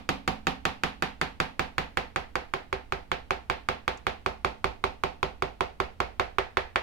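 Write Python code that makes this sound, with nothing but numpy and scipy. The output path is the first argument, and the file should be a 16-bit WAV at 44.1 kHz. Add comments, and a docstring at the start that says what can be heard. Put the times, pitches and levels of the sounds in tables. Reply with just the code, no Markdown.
"""A small workshop: a wooden mallet taps the handle of a carving gouge about five times a second.
Each blow is a dry knock of handle and mallet with a crisp bite of the edge on top; it drives block
and bench into a low ring and fills the room. The cut curves round, so the push meets the bench from
a new side and the ring changes. One chip snaps midway; a quiet rumble and hiss lie underneath."""
import sys
import numpy as np
from scipy import signal
from scipy.fft import rfft, irfft
from scipy.io import wavfile

SR = 44100
rng = np.random.default_rng(int(sys.argv[2]) if len(sys.argv) > 2 else 0)


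def generate_wav(signal):
    """Clip the signal to [-1, 1] and save it as 16-bit WAV at the path in sys.argv[1]."""
    frames = np.transpose(np.atleast_2d(signal))
    scaled = np.clip(frames, -1, 1) * 32767
    pcm = np.round(scaled).astype(np.int16)
    wavfile.write(sys.argv[1], SR, pcm)


N = 300938
RING_SIZE = 24000   # samples in one blow and its tail
AGE = np.arange(RING_SIZE) / SR
ROOM_T60_S, TREBLE_T60_S = 0.3, 0.26

# mallet blows, each level taken against its column's mean: t/s, crack/dB, body/dB
MALLET_BLOWS = [(0.0899, -14.5, -23), (0.2769, -16.5, -23), (0.4688, -14.5, -23.5), (0.6526, -14.5, -23),
                (0.8351, -14.5, -24.5), (1.0227, -16, -24.5), (1.2134, -16, -24.5), (1.4009, -15.5, -23),
                (1.5938, -17.5, -23.5), (1.781, -16.5, -25.5), (1.9716, -17, -24), (2.16, -19.5, -26),
                (2.3548, -21, -26), (2.5369, -21.5, -28), (2.7273, -22.5, -29.5), (2.9222, -22, -27.5),
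                (3.1159, -17, -27.5), (3.3067, -19, -25), (3.4987, -16, -26), (3.687, -16, -24),
                (3.8785, -17, -24.5), (4.0671, -16.5, -24.5), (4.261, -21.5, -23.5), (4.4467, -18.5, -22.5),
                (4.6426, -19, -22.5), (4.8396, -18, -23.5), (5.036, -18.5, -23.5), (5.229, -19.5, -24),
                (5.4223, -21, -25), (5.6071, -20, -24.5), (5.8009, -20.5, -24.5), (6.0024, -20, -24),
                (6.1965, -18, -23.5), (6.3839, -18, -23.5), (6.57, -17, -23.5), (6.758, -16.5, -25)]
# course of the cut: t/s, turn round the curve (0-1), bench-top thud/dB, handle knock/dB
CUT_PATH = [(0, 0.05, 1, -3), (0.999, 0.04, -0.5, 2), (1.8, 0.3, 1, 2), (2.3, 0.55, -4.5, 3.5),
            (2.7, 0.82, 1, 2), (3.9, 0.71, -1, 0.8), (5.2, 0.92, 2.5, -3), (6.0, 0.95, -1.5, 0.7),
            (6.8, 0.89, -8.5, 6)]
# knock, crack and tick bands, coloured by how the mallet face seats: low f/Hz, high f/Hz
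COLOUR_BANDS = [(1500, 2100), (2400, 4600), (6500, 16000)]
# a square hit is brighter than a glancing one; lift per dB of extra crack: knock/dB, crack/dB, tick/dB
SQUARE_HIT_GAINS = (0.38, 0.85, 0.28)
# modes of handle and mallet, damped by the hands, at mid-curve:
# f/Hz, t60/s, left level/dB, right level/dB, onset/s, left lag/s, gain over the whole curve/dB
HANDLE_MODES = [(474, 0.0025, -20.5, -26.5, 0.0042, 0, 4), (838, 0.014, -16, -24.5, 0.0003, 0.00063, 7),
                (1127, 0.027, -29.5, -19, 0.000051, 0.0022, 10),
                (1730, 0.0085, -27.5, -21.5, 0.00071, 0.006, -18),
                (2333, 0.01, -16.5, -18, 0.00066, 0.000397, 1),
                (3405, 0.006, -18.5, -20.5, 0.0012, 0.0024, 2.5),
                (4420, 0.012, -42, -24.5, 0.0007, 0.00061, -1.5),
                (6930, 0.0031, -26, -31, 0.00018, 0.0005794, -3),
                (8360, 0.0096, -48.5, -38.5, 0, 0.000484, 4),
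                (11800, 0.0025, -32.5, -39, 0.0022, 0.000023, 4)]
# modes of block and bench:
# f/Hz, t60/s, level at turn 0/dB, level at turn 1/dB, left minus right/dB, sign of first swing
BENCH_RING = [(58.4, 0.39, -37.5, -34.5, -10.5, -1), (79.6, 0.27, -42, -39, -3, -1),
              (112.5, 0.4, -44, -53.5, -21, 1), (140.7, 0.2, -35, -41.5, -12, 1),
              (166.1, 0.22, -31, -41.5, -11, -1), (194.8, 0.39, -39.5, -62.5, 8, 1),
              (217.3, 0.53, -41, -50, -5, -1), (258.3, 0.4, -38.5, -53, -4, 1),
              (279.9, 0.47, -40, -51, -17, -1), (345, 0.064, -29, -33.5, 1, 1),
              (386, 0.14, -40, -24, -3.5, -1), (417.6, 0.2, -40, -49, 20, 1), (478, 0.31, -41, -45, -16, 1),
              (506.2, 0.19, -39, -32, -14.5, 1), (536.5, 0.063, -31, -25, -0.5, -1),
              (631.5, 0.12, -39, -39, -2.5, -1), (709, 0.28, -44, -30, -7, -1),
              (758, 0.26, -32, -38.5, -16.5, 1), (784, 0.26, -34, -40, -8.5, -1),
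              (888, 0.31, -38.5, -39.5, -3, 1), (944, 0.22, -42, -39, -5, 1),
              (1131, 0.2, -34, -54, -32, -1), (1247, 0.24, -34.5, -58, 5, 1), (1316, 0.12, -44, -33, 23, 1)]
# phase lag of the bench's ring on the left: f/Hz, lag/rad
BENCH_LEFT_LAG = [(60, -0.5), (330, -0.5), (400, 0.08), (600, 1.5), (900, 5), (1300, 3.5)]
# chip snap: t/s, level before filtering/dB
CHIP_SNAPS = [(3.9735, -43)]
# first reflections off the carver and the things on the bench: delay/s, left level/dB, right level/dB
NEAR_ECHOES = [(0.0057, -22, -20), (0.0102, -15.5, -23)]
# colour of the reverb: f/Hz, level/dB
REVERB_COLOUR = [(50, -37), (200, -27), (400, -18.5), (800, -16), (1100, -19), (1700, -22.5), (2500, -22),
                 (3300, -27), (4300, -30.5), (5500, -39), (7000, -47), (8500, -53.5), (12000, -55),
                 (16000, -71)]
# balance of the reverb: f/Hz, left minus right/dB
REVERB_PAN = [(100, -7), (1000, -3.5), (2000, -2), (4000, -2.5)]
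# rumble and hiss of the quiet workshop: f/Hz, level/dB
ROOM_TONE = [(15, -25), (30, -31.5), (60, -26), (120, -38), (300, -44.5), (1000, -57), (3000, -61),
             (7000, -72.5), (12000, -74.5), (16000, -79)]


def carving(level_db=-0.64, body_follows=0.57, bench_delay_s=0.00034, room_delay_s=0.002232):
    """Every blow sounds gouge, bench and room in turn, coloured by how squarely the mallet lands."""
    blows, out = np.array(MALLET_BLOWS), np.zeros((2, N))
    beat_s = np.median(np.diff(blows[:, 0]))
    lead_in = blows[0] - [beat_s, 0, 0]   # the tapping is already under way
    times, crack_db, body_db = np.vstack([lead_in, blows]).T
    crack_db = crack_db - crack_db.mean()
    body_db = body_follows * (body_db - body_db.mean())
    cut_s, *columns = np.transpose(CUT_PATH)
    turn, thud_db, knock_db = [np.interp(times, cut_s, column) for column in columns]
    gouge = mallet_clack(turn) + handle_knock(turn) + edge_bite(len(times))
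    ring = delayed(bench_ring(turn, thud_db), bench_delay_s)
    reverb = delayed(room_reverb(len(times)), room_delay_s)
    hits = gouge + near_echoes(gouge) + ring + reverb + block_settle(turn)
    colours = hit_colour(crack_db - body_db, turn, knock_db)
    for s, strength_db, colour_db, hit in zip(times, body_db, colours, hits):
        for (low_hz, high_hz), lift_db in zip(COLOUR_BANDS, colour_db):
            hit = hit + (from_db(lift_db) - 1) * band(hit, low_hz, high_hz)
        add(out, s, from_db(level_db + strength_db) * hit)
    return out


def handle_knock(turn, vary_db=1.04, detune=0.036, slacken=0.028, bounce_s=0.001889, bounce_db=-14):
    """Handle and mallet ring briefly, right side first, and the knock bounces once off the bench top."""
    out, size = np.zeros((len(turn), 2, RING_SIZE)), SR // 20
    past_middle = turn[:, None, None] - .5
    pitch = 1 - slacken * past_middle   # sinks a little as the grip shifts round the curve
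    for hz, t60, left_db, right_db, onset_s, lag_s, turn_db in HANDLE_MODES:
        arrival = AGE[:size] - np.array([[lag_s], [0]])
        grip, seat = rng.standard_normal((2, len(turn), 1, 1))
        mode_hz = hz * (pitch + detune * grip)
        gain = from_db(np.array([[left_db], [right_db]]) + turn_db * past_middle + vary_db * seat)
        for path_s, path_db in [(0, 0), (bounce_s, bounce_db)]:
            age = np.maximum(arrival - onset_s - path_s, 0)
            ring = np.sin(2 * np.pi * mode_hz * age) * fade(age, t60)
            out[:, :, :size] += gain * from_db(path_db) * ring
    return out


def mallet_clack(turn, start_hz=1380, end_hz=1140, width_s=0.00051, peak_s=0.001198, lag_s=0.00058):
    """Wood meets wood: a clack of about two cycles, right side first, lower as the cut comes round."""
    hz = (start_hz + turn * (end_hz - start_hz))[:, None, None]
    age = AGE - peak_s - np.array([[lag_s], [0]])
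    pulse = np.cos(2 * np.pi * hz * age) * np.exp(-(age / width_s) ** 2)
    return from_db(-11) * panned(-10) * pulse


def hit_colour(extra_crack_db, turn, knock_db, crack_db=-0.54, tick_start_db=5, tick_end_db=-2.3):
    """Knock, crack and tick EQ in dB: the tick dulls round the curve; a square hit lifts all three."""
    tick_db = tick_start_db + turn * (tick_end_db - tick_start_db)
    base_db = np.column_stack([knock_db, np.full(len(turn), crack_db), tick_db])
    return base_db + np.outer(extra_crack_db, SQUARE_HIT_GAINS)


def edge_bite(count, snap_db=-36, snap_t60=0.0079, crunch_db=-35, crunch_t60=0.034, onset_s=0.00055):
    """The edge bites: a bright snap and a very short crunch of fibres, new with every blow."""
    burst = rng.standard_normal((count, 2, RING_SIZE)) * (AGE > onset_s)
    age = np.maximum(AGE - onset_s, 0)
    snap = from_db(snap_db) * band(burst * fade(age, snap_t60), 4100, 13600)
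    crunch = from_db(crunch_db) * band(burst * fade(age, crunch_t60), 6000, 7300, order=2)
    return snap + crunch


def bench_ring(turn, thud_db, vary_db=2.13, attack_s=0.00034):
    """The blade pushes block and bench; the direction of the push decides which modes take the blow."""
    hz, t60, start_db, end_db, pan_db, swing = np.array(BENCH_RING).T
    top_modes = (hz > 100) & (hz < 340)   # the thud of the bench top
    mode_db = start_db + np.outer(turn, end_db - start_db) + np.outer(thud_db, top_modes)
    strength = np.sign(swing) * from_db(mode_db + vary_db * rng.standard_normal(mode_db.shape))
    phase = 2 * np.pi * np.outer(hz, AGE)
    envelope = fade(AGE, t60[:, None]) * (1 - np.exp(-AGE / attack_s))
    left_gain, right_gain = panned(pan_db)
    lag = at_hz(BENCH_LEFT_LAG, hz)[:, None]
    left = (strength * left_gain) @ (envelope * np.sin(phase - lag))
    right = (strength * right_gain) @ (envelope * np.sin(phase))
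    return np.stack([left, right], axis=1)


def block_settle(turn, delay_s=0.081, hz=780, level_db=-42, swell_s=0.003):
    """A soft hollow after-knock as the block rocks back, growing as the push comes round."""
    swell = np.maximum(AGE - delay_s, 0) / swell_s
    knock = from_db(level_db) * swell * np.exp(1 - swell) * np.sin(2 * np.pi * hz * AGE)
    return turn[:, None, None] * knock * panned(-10)


def chip_snap(t60=0.034, tail_db=-22):
    """Fibres part with a tiny bright tick and a faint room tail."""
    out = np.zeros((2, N))
    envelope = fade(AGE, t60) + from_db(tail_db) * fade(AGE, ROOM_T60_S)
    for s, level_db in CHIP_SNAPS:
        burst = rng.standard_normal((2, RING_SIZE)) * envelope
        add(out, s, from_db(level_db) * band(burst, 5000, 7900, order=2))
    return out


def near_echoes(sound):
    """Two near surfaces throw the knock back."""
    return sum(from_db([[left_db], [right_db]]) * delayed(sound, delay_s)
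               for delay_s, left_db, right_db in NEAR_ECHOES)


def room_reverb(count, renew_hz=6000, absorb_hz=4000, attack_s=0.00039):
    """Dense reflections, alike from blow to blow; as the hands move, short wavelengths change first."""
    hz = np.fft.rfftfreq(RING_SIZE, 1 / SR)
    kept = np.exp(-np.minimum(hz / renew_hz, 1))
    paths = rfft(rng.standard_normal((count, 2, RING_SIZE)))
    for k in range(1, count):
        paths[k] = kept * paths[k - 1] + np.sqrt(1 - kept ** 2) * paths[k]
    paths = paths * from_db(at_hz(REVERB_COLOUR, hz)) * panned(at_hz(REVERB_PAN, hz))
    treble = hz ** 2 / (hz ** 2 + absorb_hz ** 2)   # the walls swallow this share sooner
    warm_tail = irfft(paths * (1 - treble)) * fade(AGE, ROOM_T60_S)
    bright_tail = irfft(paths * treble) * fade(AGE, TREBLE_T60_S)
    return (warm_tail + bright_tail) * (1 - np.exp(-(AGE / attack_s) ** 2))


def room_tone(shared_below_hz=250):
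    """A steady bed: rumble partly shared by both sides and leaning right, hiss spread wide."""
    hz = np.fft.rfftfreq(N, 1 / SR)
    shared, own = rfft(rng.standard_normal(N)), rfft(rng.standard_normal((2, N)))
    alike = .65 / (1 + (hz / shared_below_hz) ** 2)
    noise = np.sqrt(alike) * shared + np.sqrt(1 - alike) * own
    return irfft(noise * from_db(at_hz(ROOM_TONE, hz)) * panned(-8.0 * alike), N)


def from_db(db):
    """Decibels to gain."""
    return 10 ** (np.asarray(db) / 20)


def at_hz(points, hz):
    """Read a table along a log-frequency axis."""
    points = np.array(points)
    return np.interp(np.log(np.maximum(hz, 1)), np.log(points[:, 0]), points[:, 1])


def panned(pan_db):
    """Constant-power left and right gains; positive dB leans left."""
    gains = from_db(np.array([pan_db, -pan_db]) / 2).reshape(2, -1)
    return gains / np.sqrt(np.mean(gains ** 2, axis=0))


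def fade(age, t60):
    """Exponential decay by 60 dB in t60 seconds."""
    return np.exp(-np.log(1000) * age / t60)


def band(x, low_hz, high_hz, order=1):
    """Causal band-pass."""
    sos = signal.butter(order, [low_hz, min(high_hz, .45 * SR)], "band", fs=SR, output="sos")
    return signal.sosfilt(sos, x + 1e-18)


def delayed(sound, delay_s):
    """The same sound, arriving a moment later."""
    shift = np.exp(-2j * np.pi * np.fft.rfftfreq(RING_SIZE, 1 / SR) * delay_s)
    return irfft(rfft(sound) * shift) * (AGE > delay_s - 2 / SR)


def add(out, s, sound):
    """Mix a stereo sound in at time s."""
    start = int(round(s * SR))
    first, last = max(start, 0), min(start + sound.shape[1], N)
    if last > first:
        out[:, first:last] += sound[:, first - start:last - start]


def scene():
    """Carving over the quiet of the room."""
    return carving() + chip_snap() + room_tone()


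def record(dry):
    """A steep high cut at 16.2 kHz."""
    return signal.sosfilt(signal.ellip(10, .1, 80, 16200, fs=SR, output="sos"), dry)


dry = scene()
out = record(dry)
generate_wav(out)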